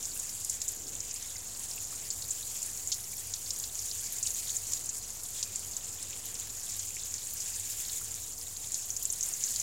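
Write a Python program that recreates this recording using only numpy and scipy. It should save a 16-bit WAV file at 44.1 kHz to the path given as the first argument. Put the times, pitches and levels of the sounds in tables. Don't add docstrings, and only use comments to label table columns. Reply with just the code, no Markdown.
import sys
import numpy as np
from scipy import signal
from scipy.fft import rfft, irfft
from scipy.io import wavfile

SR = 44100
rng = np.random.default_rng(int(sys.argv[2]) if len(sys.argv) > 2 else 0)


def waveform_to_disk(signal):
    frames = np.transpose(np.atleast_2d(signal))
    scaled = np.clip(frames, -1, 1) * 32767
    samples = np.round(scaled).astype(np.int16)
    wavfile.write(sys.argv[1], SR, samples)


def natural_amplitude(level_db):
    exponent = np.asarray(level_db, float) / 20
    return 10 ** exponent


N = 424638


def rms_one(x):
    return x / np.sqrt(np.mean(x ** 2) + 1e-20)


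def band(x, low_hz, high_hz):
    sos = signal.butter(2, [low_hz, high_hz], "band", fs=SR, output="sos")
    return signal.sosfilt(sos, x + 1e-18)


def resonance(x, hz, width_hz):
    r = np.exp(-np.pi * width_hz / SR)
    numerator = [(1 - r * r) / 2, 0, (r * r - 1) / 2]
    denominator = [1, -2 * r * np.cos(2 * np.pi * hz / SR), r * r]
    return signal.lfilter(numerator, denominator, x + 1e-18)


def drift(rate_hz):
    r = np.exp(-80 * np.pi * rate_hz / SR)
    steps = rng.standard_normal(N // 40 + 2002)
    slow = signal.lfilter([1], [1, -2 * r, r * r], steps)[2000:]
    return np.interp(np.arange(N) / 40, np.arange(len(slow)), rms_one(slow))


def mic(x):
    return x + natural_amplitude(14) * resonance(x, 7057, width_hz=954)


REBOUND_S, REBOUND_DB = 0.010, -4
SPOTS = 12


def patter(pulse, low_hz, high_hz, tilt_db, per_s, spread_db, cycles, clump_db, patchy_db, smooth):
    luck = rng.random((6, N))
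    crowding = np.clip(0.8 * pulse + 0.6 * drift(20), -2.5, 1.6)
    at = np.flatnonzero(luck[0] < per_s * natural_amplitude(clump_db * crowding) / SR)
    sizes = natural_amplitude(spread_db * np.minimum(-np.log(luck[1, at] + 1e-9), 3))
    spots = (luck[2, at] * SPOTS).astype(int)
    hits = np.zeros((SPOTS, N + 4000))
    hits[spots, at] = sizes
    for share in luck[3:, at]:
        landing = at + 1 + (share * REBOUND_S * SR).astype(int)
        hits[spots, landing] -= sizes * natural_amplitude(REBOUND_DB - 4.0 * share)
    hits = rms_one(hits[:, :N]) / np.sqrt(SPOTS)
    far = rng.standard_normal(N)
    patches = natural_amplitude(patchy_db * drift(4.3))
    out = 0
    for k, hz in enumerate(np.geomspace(low_hz, high_hz, SPOTS)):
        struck = (-1) ** k * hits[k] + smooth * np.roll(far, N // SPOTS * k)
        rung = resonance(resonance(struck, hz, hz / cycles), hz, hz / cycles)
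        tilt = natural_amplitude(tilt_db * np.log2(hz / low_hz))
        out = out + tilt * np.roll(patches, N // 7 * (k // 2)) * rung
    return rms_one(out)


# [t/s, spray level/dB, turn towards bare soil/dB, reach along the shelf/0-1]
ROSE_SWEEP = [(0.0, -41.5, 1, 0.8), (0.5, -40.5, 0.5, 0.2), (0.9, -42.5, 1, 0), (1.61, -43, 1, 0.34),
              (2.47, -40, -0.5, .3), (3.0, -42.5, 0.5, 0.85), (3.67, -41, 0, 0.5), (4.4, -38, 0.5, 0.5),
              (5.15, -41.5, -1.5, 0), (6.4, -43.5, 3.5, 0.34), (6.84, -38.5, -1.5, 0), (7.08, -42.5, 1, .2),
              (7.43, -39, 2, 0.34), (7.97, -39, 2, .7), (8.35, -44.5, -2, 0.6), (8.74, -41, -0.5, .3),
              (9.12, -42.5, 1, 0.9), (9.5, -36, -2, 0.26)]
SOIL_BELOW_DB, SOIL_FOLLOWS = -13.5, 0.73
MIST_BELOW_DB, MIST_FOLLOWS, MIST_NEAR_DB = -8.0, 0.9, 5


def spray():
    s, *controls = np.transpose(ROSE_SWEEP)
    leaves_db, turn_db, reach = [np.interp(np.arange(N) / SR, s, c) for c in controls]
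    mean_db = leaves_db.mean()
    swing_db = leaves_db - mean_db
    soil_db = mean_db + SOIL_BELOW_DB + SOIL_FOLLOWS * swing_db + turn_db
    mist_db = mean_db + MIST_BELOW_DB + MIST_FOLLOWS * swing_db + MIST_NEAR_DB * reach
    pulse = drift(25)
    leaves = patter(pulse, 4270, 9160, tilt_db=0.5, per_s=1800, spread_db=4.0, cycles=4.85,
                    clump_db=3.5, patchy_db=1.0, smooth=0.14)
    soil = patter(pulse, 1493, 3820, tilt_db=4.0, per_s=800, spread_db=1.5, cycles=4.3,
                  clump_db=4.0, patchy_db=2.0, smooth=0.17)
    mist = patter(pulse, 9800, 18100, tilt_db=-9.0, per_s=2500, spread_db=8.5, cycles=3.1,
                  clump_db=3.5, patchy_db=1.1, smooth=0.19)
    return natural_amplitude(leaves_db - 9.5) * leaves + natural_amplitude(soil_db - 2.5) * soil + natural_amplitude(mist_db - 1.5) * mist


# [f/Hz, spectral level/dB]
MURMUR = [(21, -37), (40, -2.5), (97, -0.5), (150, -10), (200, -7.5), (357, -12), (450, -10), (588, -14),
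          (900, -12.5), (1200, -14), (2000, -20.5)]
# [f/Hz, bandwidth/Hz, rms level/dB]
MACHINES = [
    (93.4, 22, -60),
    (135, 19, -71),
    (458, 17, -73),
    (522, 9.8, -77),
    (711, 77, -71),
]


def town():
    hz = np.fft.rfftfreq(N, 1 / SR)
    knot_hz, knot_db = np.transpose(MURMUR)
    colour = natural_amplitude(np.interp(np.log(hz + 1), np.log(knot_hz), knot_db))
    absorbed = colour / (1 + (hz / 2800) ** 2)
    murmur = rms_one(irfft(rfft(rng.standard_normal(N)) * absorbed, N))
    out = natural_amplitude(-56.5 + 0.78 * drift(0.8)) * murmur
    for hum_hz, width_hz, db in MACHINES:
        hum = resonance(rng.standard_normal(N), hum_hz, width_hz)
        out += natural_amplitude(db) * rms_one(resonance(hum, hum_hz, width_hz))
    phase = 2 * np.pi * 50.0 * np.arange(N) / SR + 0.53 * drift(1.5)
    return out + natural_amplitude(-64 + 1.0 * drift(0.77)) * np.sqrt(2) * np.sin(phase)


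# [t/s, half length/s, level/dB, low f/Hz, high f/Hz]
SWELLS = [
    (0.087, 0.098, -61.5, 200, 348),
    (0.89, 0.2, -57.5, 188, 476),
    (9.294, 0.042, -54.5, 298, 3000),
]


def slosh():
    t, noise = np.arange(N) / SR, rng.standard_normal(N)
    out = np.zeros(N)
    for s, half, db, low_hz, high_hz in SWELLS:
        swell = np.exp(-((t - s) / half) ** 2)
        out += natural_amplitude(db) * swell * rms_one(band(noise, low_hz, high_hz))
    return out


def width(db, hz):
    return 2180 * np.exp(0.035 * (db + 35.5)) * (hz / 6000) ** 0.86


def ring(hz):
    return 0.026 * (hz / 6000) ** -0.53


PLINK, PLINK_CYCLES = 0.68, 7.4
SECOND_NOTE, NOTE_GAP = 0.23, 0.44


def impacts(rows):
    size = 3000
    t, out = np.arange(size) / SR, np.zeros(N + size)
    for (s, db, hz, width_hz, t60), luck in zip(rows, rng.random((len(rows), 2, size))):
        smack = natural_amplitude(-60 * t / max(t60, 0.003))
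        spatter = natural_amplitude(-3.5 - 60 * t / 0.061) * (luck[0] < 0.08) * 3.1
        blow = (2 * luck[1] - 1) * (smack + spatter)
        blow[0] = 2.2
        blow += PLINK * np.sin(2 * np.pi * hz * t) * np.exp(-np.pi * hz * t / PLINK_CYCLES)
        low_hz = np.hypot(hz, 0.52 * width_hz) - 0.56 * width_hz
        colour = signal.butter(2, [low_hz, hz * hz / low_hz], "band", fs=SR, output="sos")
        burst = signal.sosfilt(np.vstack([colour, colour]), blow)
        second_hz = hz * np.exp(NOTE_GAP * (luck[0, -1] - 0.5) * width_hz / hz)
        first_note = 0.31 * resonance(burst, hz, 0.12 * width_hz)
        second_note = SECOND_NOTE * resonance(burst, second_hz, 0.091 * width_hz)
        burst += first_note + second_note
        i = round(s * SR) - 12
        peak = np.max(np.abs(mic(burst[:300])))
        out[i:i + size] += natural_amplitude(db + 0.05) * burst / peak
    return out[:N]


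def plain_drops(table):
    return impacts([(s, db, hz, width(db, hz), ring(hz)) for s, db, hz in table])


def strays():
    low_hz, high_hz = 3160, 12900
    when, spot, size = rng.random((80, 3)).T
    hz = low_hz * (high_hz / low_hz) ** spot
    loss_db = 16 * np.maximum(np.log2(5000 / hz), 0)
    db = -33 - (2 * size - 1) - loss_db
    return plain_drops(list(zip(0.01 + when * (N / SR - 0.01), db, hz)))


# [t/s, peak level/dB, f/Hz]
LEAF_DROPS = [(0.0274, -26, 6050), (0.0544, -22, 6640), (0.1967, -22, 8400), (0.2935, -26, 5760),
              (0.448, -23, 6480), (1.1104, -25, 5750), (1.1415, -25, 8420), (1.225, -28, 6500),
              (1.9606, -26, 6550), (2.629, -21, 8700), (3.562, -26, 6100), (3.599, -23, 6500),
              (3.7537, -24, 6950), (4.2282, -19, 7200), (4.5023, -21, 7100), (4.7206, -25, 5990),
              (4.8912, -22, 6900), (5.1042, -25.5, 7300), (5.5937, -25.5, 7900), (6.3427, -26, 8800),
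              (6.3987, -26, 7950), (6.6324, -26.5, 7210), (6.794, -22, 6750), (7.035, -23, 7100),
              (7.1403, -20, 6360), (7.4032, -22, 6000), (7.598, -22, 8800), (8.142, -24, 5900),
              (8.9655, -20.5, 6430), (9.026, -22, 6940)]


def leaf_drops():
    return plain_drops(LEAF_DROPS)


# [t/s, peak level/dB, f/Hz]
WIRE_TICKS = [(0.175, -25, 9770), (0.447, -23.5, 10600), (0.51, -27, 9740), (0.7196, -29, 11330),
              (1.5942, -27, 8870), (1.7594, -29, 13990), (2.661, -24, 9890), (3.118, -29, 10200),
              (3.1689, -26, 12520), (3.271, -30, 10200), (3.5856, -30, 11290), (3.8574, -28, 10600),
              (4.1235, -25, 11500), (4.7194, -25, 10420), (4.8587, -25, 9190), (5.2346, -27, 10830),
              (6.027, -24, 9180), (6.2558, -31, 13070), (6.766, -27, 11700), (7.3358, -24, 14550),
              (8.387, -30, 12790), (8.428, -30, 10830), (9.03, -24, 12000), (9.125, -20, 9500)]


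def wire_ticks():
    return impacts([(s, db, hz, 0.77 * width(db, hz), ring(hz)) for s, db, hz in WIRE_TICKS])


# [t/s, peak level/dB, f/Hz, bandwidth/Hz]
HEAVY_DROPS = [(0.4975, -17, 7560, 7310), (0.6171, -17, 5750, 7310), (0.6797, -19, 7060, 3500),
               (0.6858, -18, 8500, 7000), (1.004, -20.5, 6000, 3290), (2.104, -20, 5350, 3630),
               (2.3074, -18.5, 7540, 2940), (2.774, -23.5, 6040, 4090), (2.8741, -18.5, 7200, 2600),
               (3.338, -19, 4940, 3800), (3.5063, -18.5, 5350, 4780), (3.9132, -22.5, 4760, 2940),
               (4.265, -18, 8800, 4090), (4.3054, -20, 6760, 2710), (4.5666, -20.5, 7190, 2480),
               (4.734, -16.5, 6710, 7310), (5.428, -17.5, 4900, 4200), (5.5583, -18, 7400, 5240),
               (5.767, -18, 7550, 6390), (8.72, -20, 7900, 5580), (8.744, -16, 6530, 6440),
               (8.9038, -19, 6370, 2020), (9.0539, -11.5, 7850, 5500), (9.1018, -17.5, 6570, 2400),
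               (9.2093, -16.5, 6600, 4220), (9.2287, -18, 6440, 2940), (9.2883, -20.5, 9800, 3860),
               (9.3375, -18, 6500, 2480), (9.438, -14, 6250, 1910), (9.599, -16, 6200, 2630)]


def smacks():
    return impacts([(s, db, hz, width_hz, 0.76 * ring(hz)) for s, db, hz, width_hz in HEAVY_DROPS])


# [t/s, peak level/dB, f/Hz]
MORE_DROPS = [(0.8857, -31, 7200), (0.952, -25.5, 7790), (1.161, -30, 4900), (1.2445, -42, 3620),
              (2.6185, -26, 7200), (2.6491, -29, 9200), (2.8883, -29, 6620), (2.9915, -38, 6340),
              (2.9973, -45, 3830), (3.042, -32, 5730), (3.462, -31, 4600), (4.2822, -26, 8650),
              (5.0143, -38, 4260), (5.2333, -27, 6900), (5.89, -28.5, 7940), (6.22, -38, 8800),
              (6.3939, -39, 4450), (7.056, -32.5, 5330), (7.1812, -30, 4900), (7.2698, -26, 7400),
              (8.0448, -26, 8990), (8.5984, -44, 3900), (8.6718, -27, 7140), (9.135, -24, 6360),
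              (9.2565, -27, 7000), (4.184, -25, 7200), (4.236, -22, 7000), (4.2548, -37, 2950),
              (6.905, -44, 2400), (9.479, -31, 4800)]


def more_drops():
    return plain_drops(MORE_DROPS)


# [t/s, peak level/dB, f/Hz]
SOIL_DROPS = [(1.1, -32, 5400), (1.3553, -44.5, 2130), (1.366, -29, 5000), (1.712, -27, 5030),
              (1.7783, -37, 2660), (1.924, -45.5, 1260), (2.222, -29, 4800), (2.6294, -31, 5410),
              (2.9246, -26.5, 3910), (3.131, -45, 2300), (3.6384, -23, 4700), (3.791, -24, 5430),
              (4.0683, -27, 5260), (4.2714, -21.5, 4770), (4.494, -27.5, 3900), (4.7731, -35.5, 3900),
              (5.361, -48, 2870), (6.027, -29, 5430), (6.1308, -34, 2950), (6.353, -27.5, 5100),
              (6.6984, -28.5, 5400), (6.9663, -36.5, 2320), (7.851, -29, 4250), (7.8964, -27, 4260),
              (8.0114, -44, 1330), (8.379, -30, 5500), (8.4127, -28.5, 5230), (8.565, -33, 4130),
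              (9.4096, -41.5, 3000), (9.5595, -24, 4500)]


def plops():
    return plain_drops(SOIL_DROPS)


# [t/s, peak level/dB, f/Hz, bandwidth/Hz, 60 dB decay/s]
RUN_OFF = [
    (2.918, -19, 5100, 3200, 0.14),
    (9.2345, -21.5, 6500, 2100, 0.023),
    (2.107, -30.5, 4700, 1000, 0.044),
    (8.752, -27, 4700, 2600, 0.039),
]


def splashes():
    return impacts(RUN_OFF)


def scene():
    water = spray() + slosh() + strays() + leaf_drops() + wire_ticks()
    water += smacks() + more_drops() + plops() + splashes()
    return np.tile(water + town(), (2, 1))


def low_pass(x):
    return signal.sosfilt(signal.butter(12, 16960, fs=SR, output="sos"), x)


def record(dry):
    bass_cut = signal.butter(6, 42, "high", fs=SR, output="sos")
    top_cut = signal.ellip(10, 0.5, 60, 15850, fs=SR, output="sos")
    heard = signal.sosfilt(np.vstack([bass_cut, top_cut]), mic(dry))
    return low_pass(heard - 0.0015)


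dry = scene()
out = record(dry)
waveform_to_disk(out)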